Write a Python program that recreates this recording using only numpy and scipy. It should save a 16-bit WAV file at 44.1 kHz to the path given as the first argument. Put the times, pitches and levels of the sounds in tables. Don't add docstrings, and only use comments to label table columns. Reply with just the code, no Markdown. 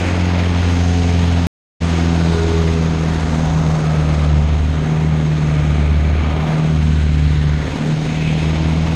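import sys
import numpy as np
from scipy import signal
from scipy.io import wavfile
from scipy.ndimage import uniform_filter1d

SR = 44100
rng = np.random.default_rng(int(sys.argv[2]) if len(sys.argv) > 2 else 0)


def inscribe(sig):
    pcm = np.round(np.clip(np.atleast_2d(sig).T, -1, 1) * 32767)
    wavfile.write(sys.argv[1], SR, pcm.astype(np.int16))


def volts_from_decibels(level):
    exponent = np.asarray(level, float) / 20
    return 10 ** exponent


N = 394694
DROP_S, RETURN_S, FADE_S = 1.4691, 1.8025, 0.026


def in_time(rows):
    seconds, *columns = np.transpose(rows)
    return [np.interp(np.arange(N) / SR, seconds, column) for column in columns]


def drift(rate_hz):
    pole = np.exp(-80 * np.pi * rate_hz / SR)
    noise = rng.standard_normal(N // 40 + 2002)
    slow = signal.lfilter([1], [1, -2 * pole, pole * pole], noise)[2000:]
    return np.interp(np.arange(N) / 40, np.arange(len(slow)), (slow - slow.mean()) / slow.std())


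def swings(rows):
    t = np.arange(N) / SR
    return sum(db * np.exp(-((t - middle) / half) ** 2) for middle, half, db in rows)


def boost(x, hz, width, db):
    r = np.exp(-np.pi * width / SR)
    feedback = [1, -2 * r * np.cos(2 * np.pi * hz / SR), r * r]
    ring = signal.lfilter([(1 - r * r) / 2, 0, (r * r - 1) / 2], feedback, x)
    return x + (volts_from_decibels(db) - 1) * ring


# start_s, airspeed_db, sideslip_db
AIRFLOW = [(0, 3, 3.5), (.35, 2, 4.5), (.8, 4, -0.5), (1.9, 4.5, 1.5), (2.55, 3, 2.5), (2.8, 2.5, -1),
           (3.6, 3, 2.5), (4.2, 0.5, 3), (4.55, -3.5, -1.5), (4.95, -3.5, -2), (5.7, -3, 0.5),
           (5.98, -5, -1), (6.5, 0.5, 4), (6.95, -2.5, -7), (7.4, -3, -8), (7.8, -1.5, 0.5), (8.2, 0, -4),
           (8.6, -0.5, 0)]
SHARE_HZ = [70, 650, 1900, 3800, 4700, 9000, 12000]
SPEED_SHARE = [-.6, 0.17, 0.23, 0.64, 1, 0.54, .7]
SIDESLIP_SHARE = [-.4, 1, 0.2, -0.057, -0.0065, 0.19, -0.026]
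# middle_s, half_length_s, centre_hz, change_db
GUSTS = [(0, 0.44, 2500, 4.5), (3.5, 0.41, 50, 11), (2.5, .2, 50, 5), (6, 0.27, 94, 4), (5, .25, 44, -9),
         (3.5, 0.69, 3100, -3.5), (8, 0.43, 40, -2.5), (8.5, .3, 3500, 1), (0.6, .25, 2700, 2.5),
         (5, .2, 840, 0), (7.85, .15, 1100, -1.5), (6.4, 0.28, 6500, -4), (8.5, 0.81, 3200, 2),
         (0.7, .2, 2400, -0.5)]
# pitch_hz, level_db per Hz
WIND_COLOUR = [(22, -55.5), (42, -50.5), (110, -50), (220, -50), (330, -55), (500, -58), (1000, -64.5),
               (2200, -66), (3800, -71.5), (5300, -79), (7500, -83), (9500, -99.5), (11500, -99),
               (14000, -111)]


def swell_in_band(hz, speed_db, sideslip_db):
    gust_octaves = 0.74
    swell_db = np.interp(np.log(hz), np.log(SHARE_HZ), SPEED_SHARE) * speed_db
    swell_db = swell_db + np.interp(np.log(hz), np.log(SHARE_HZ), SIDESLIP_SHARE) * sideslip_db
    for middle, half, gust_hz, db in GUSTS:
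        octaves = np.log2(hz / gust_hz)
        if abs(octaves) < 2 * gust_octaves:
            swell_db = swell_db + swings([(middle, half, db)]) * np.exp(-(octaves / gust_octaves) ** 2)
    return swell_db


def wind(turn):
    speed_db, sideslip_db = in_time(AIRFLOW)
    table_hz, table_db = np.transpose(WIND_COLOUR)
    white = rng.standard_normal((2, N)) * np.sqrt(SR / 2)
    edges = 16.6 * 2 ** (np.arange(31) / 3)
    blade_db = 1.05 * np.cos(turn + 1.0 * drift(1.3))
    cycle_db = 0.8 * np.cos(turn / 4 + 2.4 * drift(1.27))
    shared_db = blade_db + cycle_db + 0.37 * drift(8.7) + 0.5 * drift(54)
    out = np.zeros(N)
    for k, (low, high) in enumerate(zip(edges, edges[1:])):
        hz = np.sqrt(low * high)
        level_db = np.interp(np.log(hz), np.log(table_hz), table_db) + shared_db + 1.0 * drift(1.5)
        level_db += swell_in_band(hz, speed_db, sideslip_db)
        band = signal.butter(2, [low, high], "band", fs=SR, output="sos")
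        out += volts_from_decibels(level_db) * signal.sosfilt(band, white[k % 2])
    return out


# pitch_hz, width_hz, boost_db
PANELS = [(702, 100, 3.5), (930, 80, 4.5), (1195, 36, 4.5), (1453, 25, 4.5), (2165, 92, 2), (2410, 69, 0.5),
          (3720, 130, 2)]
# middle_s, half_length_s, pitch_hz, width_hz, boost_db
SINGING = [
    (.15, 0.21, 930, 60, -1),
    (2.3, 0.2, 1440, 60, 4),
    (4.1, 0.42, 1286, 60, 6),
    (5.5, 1, 1237, 60, 4.5),
    (6.0, .6, 2310, 150, 6),
    (7.15, 0.36, 1540, 60, 5),
    (8.25, .2, 2560, 90, 7),
]
# pitch_hz, width_hz, boost_db
HOUSING = [(6440, 350, 7), (11300, 830, 6.5)]


def slipstream(turn):
    out = wind(turn)
    for hz, width, db in PANELS:
        out = boost(out, hz, width, db * np.clip(1 + 0.12 * drift(0.63), 0, 3))
    for middle, half, hz, width, db in SINGING:
        out = boost(out, hz, width, db * np.exp(-((np.arange(N) / SR - middle) / half) ** 4))
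    for hz, width, db in HOUSING:
        out = boost(out, hz, width, db)
    return out


def knock():
    start_s, level_db, pitch_hz, decay_s = 4.086, -19, 1200, 0.012
    age = np.arange(N) / SR - start_s
    burst = rng.standard_normal(N) * (age > 0) * np.exp(-np.abs(age) / decay_s)
    band = signal.butter(2, [pitch_hz / 2.4, pitch_hz * 0.98], "band", fs=SR, output="sos")
    return volts_from_decibels(level_db + 5) * signal.sosfilt(band, burst + 1e-18)


# pitch_hz, width_hz, boost_db
AIR_MODES = [(128.9, 6.5, 15.5), (259.9, 38.6, 7), (329.4, 14, 10), (411.3, 12, 13.5), (737, 30, 11)]


def cockpit_db(hz):
    return sum(db / (1 + (2 * (hz - mode_hz) / width) ** 2) for mode_hz, width, db in AIR_MODES)


# start_s, firing_hz
ENGINE_SPEED = [(0, 89.3), (1.44, 85.3), (2.06, 83.5), (2.66, 81.6), (3.66, 78.6), (4.3, 75.1), (4.5, 75.1),
                (4.95, 77.7), (5.18, 77.6), (5.58, 75), (5.88, 74.3), (6.48, 77.9), (6.72, 77.8),
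                (7.1, 75.2), (7.48, 74.2), (7.92, 77.2), (8.46, 78.6), (8.95, 80.9)]


def firing_rate():
    return in_time(ENGINE_SPEED)[0]


# start_s, first_db, second_db
TONES = [(0, -18, -27), (.2, -16, -22), (1.0, -14, -21.5), (1.4, -14.5, -19.5), (1.9, -17.5, -19),
         (2.6, -15.5, -16.5), (2.95, -20, -17), (3.55, -20.5, -15.5), (4.0, -19.5, -15.5),
         (4.35, -13, -15.5), (4.7, -15.5, -21), (5.0, -18.5, -15.5), (5.5, -20, -14.5), (5.95, -13, -20),
         (6.3, -17, -17.5), (6.9, -13, -13.5), (7.55, -16, -17.5), (8.95, -20, -18)]
# start_s, skew_rad
SKEW = [(0, -.9), (1.1, -1.7), (1.9, -1.3), (2.6, .6), (3.3, .9), (3.7, 2.3), (4.9, .3), (5.3, 1.6),
        (6.2, -2.4), (6.5, .2), (7.5, -1.7), (8.0, 1.9), (8.9, 3.3)]
# middle_s, half_length_s, change_db
FIRST_NULLS = [(3.6, .04, -1), (3.8, 0.054, -13.5), (4.9, 0.11, -11), (5.35, 0.14, -5), (6.57, 0.15, -17),
               (7.9, 0.22, -25), (8.25, .15, -7)]
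# middle_s, half_length_s, change_db
SECOND_NULLS = [(2.48, 0.11, -5), (3.25, 0.12, -5), (4.6, 0.12, -3), (6.22, 0.13, -7.5), (7.02, 0.11, -7),
                (7.72, 0.081, -14), (8.2, 0.039, -0.5)]
# middle_s, half_length_s, change_db
THIRD_FLARES = [(1.1, 0.66, 3), (2.08, 0.11, 7.6), (2.75, 0.21, 5.8), (3.35, 0.13, 8.4), (4.2, 0.038, 7.5),
                (4.4, .05, 7.7), (4.92, .08, 5.8), (5.15, 0.11, 4.8), (5.8, .05, 7.1), (6.5, 0.11, 5),
                (6.85, 0.28, 8), (7.9, 0.039, 8.4), (8.1, 0.042, 9), (8.3, .05, 5.8), (8.8, .2, 5.4)]


def main_tones(turn, rate, lope_db):
    skew = in_time(SKEW)[0]
    first_db, second_db = in_time(TONES)
    tones_db = [first_db + swings(FIRST_NULLS),
                second_db + swings(SECOND_NULLS),
                -35.5 + swings(THIRD_FLARES) + cockpit_db(3 * rate)]
    out = np.zeros(N)
    for k, db in enumerate(tones_db, start=1):
        lag = -skew / 2 if k == 1 else 0.14 * (k - 1) * drift(11)
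        out += np.sqrt(2) * volts_from_decibels(db + 0.61 * k * drift(12) + lope_db) * np.cos(k * turn + lag)
    return out


FAINT_MULTIPLES = (.5, 2.5, 4.5, 5.5, 6.5, 7, 10)
FAINT_DB = [-43.5, -36.5, -43, -43.5, -47, -47, -49]
HIGHER_MULTIPLES = (1.5, 3.5, 4, 5, 6, 7.5, 8, 8.5, 9, 9.5)
HIGHER_DB = [-45.5, -39.5, -43, -42, -44.5, -47.5, -48, -53, -50.5, -54]
PASSING_MULTIPLES = (6, 3.5, 3.5, 5, 6, 6, 9, 4, 1.5, 6, 4, 4, 5, 1.5, 4, 1.5, 9, 9.5, 8, 5, 8.5, 4, 4, 5)
# middle_s, half_length_s, change_db
PASSING = [(0.15, .25, 10), (.25, .3, 7), (1.1, .4, -17), (1.05, .3, 7), (1.84, 0.17, 10), (2.79, 0.16, 10),
           (3.22, .2, 7), (4.05, .15, 8), (3.75, .15, 8), (3.68, 0.12, 10), (7.9, .15, 6), (6, .3, 1),
           (4.95, .2, 7), (7.3, .25, 10), (8.6, .25, 8.5), (8.9, .15, 12), (6, .2, -10), (9.4, 0.26, 9),
           (.1, .15, 9), (8.7, 0.25, -8), (1.05, .35, 5.5), (2.2, 0.36, 5), (1.2, .3, -7),
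           (2.48, 0.32, 3.5)]


def fine_lines(turn, rate):
    wander_db, load_db_per_hz = 2.0, 0.08
    load_db = load_db_per_hz * (rate - rate.mean())
    lines = []
    for multiple, db in zip(HIGHER_MULTIPLES, HIGHER_DB):
        passing = [row for which, row in zip(PASSING_MULTIPLES, PASSING) if which == multiple]
        level_db = db + load_db + cockpit_db(multiple * rate) + wander_db * drift(1.57)
        lines.append((multiple, level_db + swings(passing)))
    for multiple, db in zip(FAINT_MULTIPLES, FAINT_DB):
        lines.append((multiple, db + load_db + wander_db * drift(0.83)))
    out = np.zeros(N)
    for multiple, db in lines:
        lag = 0.5 * drift(0.8) + 0.02 * multiple * drift(10)
        out += np.sqrt(2) * volts_from_decibels(db + 1.0 * drift(29)) * np.cos(multiple * turn + lag)
    return out


def engine(turn):
    rate = firing_rate()
    lope_db = 0.91 * np.cos(turn / 4 + 1.5 * drift(1.0))
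    return main_tones(turn, rate, lope_db) + fine_lines(turn, rate)


def scene():
    turn = 2 * np.pi * np.cumsum(firing_rate() * (1 + 0.001 * drift(10))) / SR
    turn += 1.55 - turn[round(DROP_S * SR)]
    return (slipstream(turn) + knock() + engine(turn))[None]


# pitch_hz, level_db against the usual level there
TREBLE_BAR = [(5500, -22), (7000, -7), (8300, -1), (11000, 0), (12000, 2), (13300, 8), (14300, 20)]


def pitted_treble(x):
    window = np.sqrt(signal.get_window("hann", 2048))
    frames = dict(fs=SR, window=window, nperseg=2048, noverlap=1024)
    hz, _, z = signal.stft(x, **frames)
    usual = uniform_filter1d(abs(z) ** 2, size=30, axis=2)
    usual = np.sqrt(uniform_filter1d(usual, size=40, axis=1))
    patches = rng.standard_normal((len(hz) // 12 + 1, z.shape[-1]))
    patches = uniform_filter1d(patches, size=3, axis=1)
    patches = np.repeat(patches, 12, axis=0)[:len(hz)]
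    bar_db = np.interp(hz, *np.transpose(TREBLE_BAR), left=-99)[:, None] + 6 * patches
    return signal.istft(z * (abs(z) > usual * volts_from_decibels(bar_db)), **frames)[1][..., :N]


def blinks():
    every_s, length_s, share, level_db = 0.1672, 0.03, 0.8, -76
    starts = np.arange(RETURN_S + 0.1, N / SR - 0.1, every_s)
    draws = rng.random((len(starts), 3))
    gate = np.zeros(N)
    for start, (kept, late, long) in zip(starts, draws):
        for edge in (0, length_s * (0.5 + long)):
            i = int((start + length_s * late + edge) * SR)
            gate[i:i + 200] = np.hanning(200) * (kept < share)
    band = signal.butter(4, [12800, 15700], "band", fs=SR, output="sos")
    return volts_from_decibels(level_db) * signal.sosfilt(band, gate * rng.standard_normal(N) + 1e-18)


def top_cut(x):
    return signal.sosfilt(signal.butter(12, 15700, fs=SR, output="sos"), x)


def record(dry):
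    t = np.arange(N) / SR
    rounded = 0.88 * np.tanh(dry / 0.91)
    heard = signal.sosfilt(signal.butter(2, 14, "high", fs=SR, output="sos"), rounded)
    back = np.sin(np.pi / 2 * np.clip((t - RETURN_S) / FADE_S, 0, 1)) ** 1.2
    gate = np.where(t < DROP_S, 1, back)
    return top_cut((pitted_treble(heard) + blinks()) * gate)


dry = scene()
out = record(dry)
inscribe(out)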